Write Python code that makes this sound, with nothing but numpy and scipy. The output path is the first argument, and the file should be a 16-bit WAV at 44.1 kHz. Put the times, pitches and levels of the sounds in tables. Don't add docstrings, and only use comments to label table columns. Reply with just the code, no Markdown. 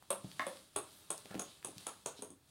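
import sys
import numpy as np
from scipy import signal
from scipy.fft import rfft, irfft
from scipy.io import wavfile
from scipy.ndimage import uniform_filter1d

SR = 44100
rng = np.random.default_rng(int(sys.argv[2]) if len(sys.argv) > 2 else 0)


def master_out(mix):
    frames = np.transpose(np.atleast_2d(mix))
    ceiling = np.clip(frames, -1, 1)
    pcm = np.round(ceiling * 32767).astype(np.int16)
    wavfile.write(sys.argv[1], SR, pcm)


N = 110250
T = np.arange(N) / SR


def ball():
    # (time [s], low, middle, high shell [dB], cutoff [Hz], knock [dB], board pitch [Hz], board [dB])
    bounces = [(0.1037, -57.5, -42.5, -39, 14000, -39.5, 560, -33.5),
               (0.4654, -63, -58, -49.5, 11800, -47, 545, -38),
               (.7603, -47.5, -38, -40.5, 13800, -40.5, 433, -42.5),
               (1.1028, -47, -41, -41, 11400, -43.5, 440, -50),
               (1.3935, -42.5, -48, -43, 12000, -44.5, 570, -49),
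               (1.6459, -52, -46.5, -45, 12600, -48, 375, -57.5),
               (1.8663, -48.5, -49, -43, 11000, -44.5, 515, -59),
               (2.0590, -43, -48, -47.5, 9700, -43, 423, -51),
               (2.2208, -53.5, -52, -50.5, 11200, -55.5, 408, -49.5),
               (2.302, -66, -61, -60, 10600, -67, 287, -55)]
    # (frequency [Hz], relative level [dB], t60 [s])
    low_modes = [(6385, -5, 0.038), (6670, 5, 0.0058)]
    middle_modes = [(8196, -3, 0.015), (8700, -10.5, 0.01)]
    high_modes = [(9180, 2, 0.0078), (9910, 3, 0.029), (10450, 2.5, 0.004), (11360, -12.5, 0.013)]
    # (frequency [Hz], gain [dB])
    click_spectrum = [(3000, -23), (5500, -23), (7000, -0.5), (9500, 16), (11000, -6.5), (12500, -9),
                      (16000, -20)]
    knock_spectrum = [(50, -20), (150, -10), (400, 1.5), (800, 1.5), (1300, -3.5), (2000, -15.5),
                      (2650, -7.5), (3050, -13), (3550, -6.5), (4600, -17.5), (8000, -25)]
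    # (frequency [Hz], level re knock [dB], t60 [s])
    hollow_modes = [(1078, -9.5, 0.013), (1337, -16.5, 0.07), (2722, -21.5, 0.005), (3425, -12.5, 0.0083)]
    # (ratio to pitch, relative level [dB], t60 [s])
    board_modes = [(0.359, -12, 0.08), (.7, -10, 0.075), (1.021, 3.5, 0.043), (1.33, -11, 0.06)]
    board_lag_s = 0.0011
    out = np.zeros(N)
    for s, low_db, middle_db, high_db, top_hz, knock_db, board_hz, board_db in bounces:
        hit = np.zeros(N // 4)
        contact = burst(rise_s=0.002, fall_s=0.0017)
        ping = shell(low_modes, contact, low_db)
        ping += shell(middle_modes, contact, middle_db)
        ping += shell(high_modes, contact, high_db)
        click = blow(colour(contact, click_spectrum), high_db)
        add(hit, 0, lowpass(ping + click, top_hz))
        knock = blow(colour(burst(rise_s=0.0025, fall_s=0.0059), knock_spectrum), knock_db)
        hollow = amp(knock_db) * ring(hollow_modes, rise_s=0.0012)
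        add(hit, 0, knock + hollow)
        modes = [(board_hz * ratio, db, t60) for ratio, db, t60 in board_modes]
        add(hit, board_lag_s, blow(ring(modes, rise_s=0.0015, sag=0.14), board_db))
        add(out, s, room(hit))
    return out


def shell(modes, contact, db, detune=0.004):
    out = 0
    for hz, mode_db, t60 in modes:
        detuned_hz = hz * (1 + detune * rng.standard_normal())
        mode = ring([(detuned_hz, 0, t60)], rise_s=0.0001)
        out += blow(signal.fftconvolve(contact, mode)[:len(mode)], mode_db)
    return blow(out, db)


def paddle(time_s=0.3952):
    # (frequency [Hz], relative level [dB], t60 [s])
    blade_modes = [(233, -6.5, 0.041), (598, -1, 0.021), (1040, 1.5, 0.049), (1170, -6.5, .045),
                   (1372, -2.5, 0.017), (1687, -1.5, 0.012), (2132, -3, .08), (2224, -7, 0.037),
                   (3530, -7, .015)]
    # (frequency [Hz], gain [dB])
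    crack_spectrum = [(60, -27), (160, -11.5), (500, -10), (1200, 2), (2100, -7.5), (2700, -14.5),
                      (3500, -11.5), (5000, -23), (10000, -36), (16000, -38)]
    blade = blow(ring(blade_modes, rise_s=0.0012), db=-36)
    crack = blow(colour(burst(rise_s=0.00018, fall_s=0.0019), crack_spectrum), db=-35.5)
    out = np.zeros(N)
    add(out, time_s, blade + crack)
    return out


def crawling():
    # (time [s], pitch [Hz], thump [dB], slap [dB])
    thuds = [(0.2434, 152.2, -41, -55), (1.254, 237, -60, -56), (1.305, 160, -51, -62),
             (1.3111, 215, -69, -51.5), (1.3424, 200, -54, -45.5), (1.3507, 294, -44.5, -53),
             (1.3541, 176, -44.5, -52), (1.376, 252, -52.5, -52.5), (1.684, 290, -55.5, -51.5),
             (1.763, 142, -52, -76), (1.782, 186, -61, -82), (2.19, 259, -54.5, -60),
             (2.2235, 253.4, -53.5, -54.5), (2.246, 395, -61, -66)]
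    # (ratio to pitch, relative level [dB], t60 [s])
    floor_modes = [(.72, -31, .04), (1.001, 8.5, 0.032), (1.6, -3.5, 0.031)]
    # (frequency [Hz], gain [dB])
    slap_spectrum = [(50, -3), (200, -5.5), (400, 3), (800, 1.5), (1400, -23.5), (2800, -13.5), (5000, -20),
                     (12000, -28)]
    out = np.zeros(N)
    for s, hz, thump_db, slap_db in thuds:
        thump = ring([(hz * ratio, db, t60) for ratio, db, t60 in floor_modes], rise_s=0.0071)
        slap = colour(burst(rise_s=0.0022, fall_s=0.0016), slap_spectrum)
        add(out, s, blow(thump, thump_db) + blow(slap, slap_db))
    return out


def ticks(room_send=0.4, skirt_db=-20):
    # (time [s], level [dB], centre [Hz])
    tick_events = [(0.0246, -60.5, 1030), (0.3156, -56.5, 3320), (1.179, -53, 8100), (1.2573, -57, 3330),
                   (1.31, -58.5, 2020), (1.351, -54, 2340), (1.6276, -59, 2050), (1.7816, -51, 4740),
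                   (.571, -61, 3960), (0.9195, -69, 7900)]
    out = np.zeros(N)
    for s, db, hz in tick_events:
        hump = [(hz / 4, skirt_db), (hz / 1.35, 0), (hz * 1.04, 0), (hz * 4, skirt_db)]
        add(out, s, blow(colour(burst(rise_s=0.000305, fall_s=0.00078), hump), db))
    return (1 - room_send) * out + room_send * room(out)


def clothes(grain_hz=243, grain_db=1.5):
    # (time [s], level [dB])
    rub_levels = [(0, -71), (.1, -71), (.28, -63), (.42, -61), (.56, -61.5), (.7, -71.5), (.85, -64),
                  (.95, -65), (1.079, -67), (1.2, -62.5), (1.359, -64.5), (1.5, -64.5), (1.6, -68.5),
                  (1.72, -68), (1.8, -60), (2.02, -69.5), (2.13, -71), (2.19, -63), (2.28, -76),
                  (2.37, -82.5), (2.5, -71)]
    # (frequency [Hz], gain [dB])
    cloth_spectrum = [(100, -12), (240, 6), (500, -2), (1200, -2.5), (2200, -6.5), (3800, 3), (6000, -5),
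                      (9500, 0.5), (12000, -10), (16000, -21.5)]
    rub = colour(rng.standard_normal(N), cloth_spectrum)
    hold = int(SR / grain_hz)
    steps = np.repeat(rng.standard_normal(N)[:N // hold + 1], hold)
    grain = uniform_filter1d(steps, hold)[:N]
    s, db = np.array(rub_levels).T
    return rub / rub.std() * amp(np.interp(T, s, db) + grain_db * grain)


def swishes(skirt_db=-43.5):
    # (peak time [s], 1/e half-width [s], level [dB], centre [Hz])
    slides = [(0.32, 0.048, -73, 4550), (.96, .08, -71, 11500), (1.326, 0.034, -60.5, 1400),
              (1.492, 0.07, -66, 3520), (1.778, 0.01, -65, 4400), (2.182, 0.012, -57, 4000)]
    out = np.zeros(N)
    for s, width_s, db, hz in slides:
        hiss = colour(rng.standard_normal(N), [(hz / 4, skirt_db), (hz, 0), (hz * 4, skirt_db)])
        out += hiss / hiss.std() * amp(db) * np.exp(-((T - s) / width_s) ** 2)
    return out


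def room(x, tail_db=-4.5, early_db=-6.5, build_s=0.0097, size=24576, bands=12):
    # (delay [s], level [dB])
    echoes = [(.0093, -8.5), (0.0237, -11.5)]
    # (frequency [Hz], t60 [s])
    decay_times = [(100, 0.37), (500, 0.3), (1400, 0.34), (3600, 0.28), (9000, 0.27), (15000, 0.17)]
    # (frequency [Hz], gain [dB])
    reverb_spectrum = [(60, -6.5), (180, 0.5), (500, -0.5), (1200, 1.5), (3500, -0.5), (9000, -3),
                       (16000, 6)]
    t, hz = T[:size], np.fft.rfftfreq(size, 1 / SR)
    noise = rfft(rng.standard_normal(size))
    centres_hz = np.geomspace(60, 16000, bands)
    tail = 0
    for centre_hz, weights in zip(centres_hz, np.eye(bands)):
        band = irfft(noise * along(list(zip(centres_hz, weights)), hz))
        tail += band * np.exp(-np.log(1000) * t / along(decay_times, centre_hz))
    tail *= 1 - np.exp(-(t / build_s) ** 2)
    early = burst(build_s, fall_s=0.022, size=size)
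    reverb = amp(tail_db) * tail / np.linalg.norm(tail) + amp(early_db) * early / np.linalg.norm(early)
    response = colour(reverb, reverb_spectrum)
    response[0] += 1
    for s, db in echoes:
        echo = burst(rise_s=0.00028, fall_s=0.00035, size=256)
        add(response, s, amp(db) * echo / np.linalg.norm(echo))
    return signal.fftconvolve(x, response)[:len(x)]


def air(level_db=-67):
    # (frequency [Hz], gain [dB])
    air_spectrum = [(20, 9), (40, -6), (60, -0.5), (120, 1), (250, -12.5), (600, -19), (2000, -22),
                    (6000, -30.5), (10000, -28), (16000, -26)]
    rumble = colour(rng.standard_normal(N), air_spectrum)
    return amp(level_db) * rumble / rumble.std()


def burst(rise_s, fall_s, size=8192):
    t = T[:size]
    envelope = np.minimum(t / rise_s, 1) * np.exp(-np.maximum(t - rise_s, 0) / fall_s)
    puff = rng.standard_normal(size) * envelope
    white = irfft(np.exp(1j * np.angle(rfft(puff))))
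    local_rms = np.sqrt(np.abs(uniform_filter1d(white ** 2, size=32)) + 1e-12)
    return white * envelope / local_rms


def ring(modes, rise_s, sag=0, sag_s=0.029, size=8192):
    t = T[:size]
    swell = 1 - np.exp(-t / rise_s)
    clock = t - sag * (t - sag_s * (1 - np.exp(-t / sag_s)))
    out = 0
    for hz, db, t60 in modes:
        tone = np.sin(2 * np.pi * (hz * clock + rng.random()))
        out += blow(tone * swell * np.exp(-np.log(1000) * t / t60), db)
    return out


def colour(x, points, size=4096):
    gain = amp(along(points, np.fft.rfftfreq(size, 1 / SR)))
    cepstrum = irfft(np.log(gain))
    cepstrum[1:size // 2] *= 2
    cepstrum[size // 2 + 1:] = 0
    response = irfft(np.exp(rfft(cepstrum)))
    return signal.fftconvolve(x, response)[:len(x)]


def lowpass(x, hz):
    return signal.sosfilt(signal.butter(4, hz, fs=SR, output="sos"), x)


def along(points, hz):
    knots_hz, values = np.array(points, float).T
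    return np.interp(np.log(np.maximum(hz, 1)), np.log(knots_hz), values)


def blow(x, db):
    return x * amp(db) * np.sqrt(0.01 * SR / np.sum(x ** 2))


def add(track, s, sound):
    start = int(s * SR)
    track[start:start + len(sound)] += sound[:N - start]


def amp(db):
    return 10 ** (np.asarray(db) / 20)


def scene(thud_send=0.66):
    rumble, thuds = air(), crawling()
    body = (1 - thud_send) * thuds + room(thud_send * thuds + clothes() + swishes()) + ticks()
    return (ball() + room(paddle()) + body + rumble)[None]


def record(dry, low_hz=70, top_hz=16000):
    thin = signal.sosfilt(signal.butter(2, low_hz, "high", fs=SR, output="sos"), dry)
    return signal.sosfilt(signal.ellip(10, 0.2, 70, top_hz, fs=SR, output="sos"), thin)


dry = scene()
out = record(dry)
master_out(out)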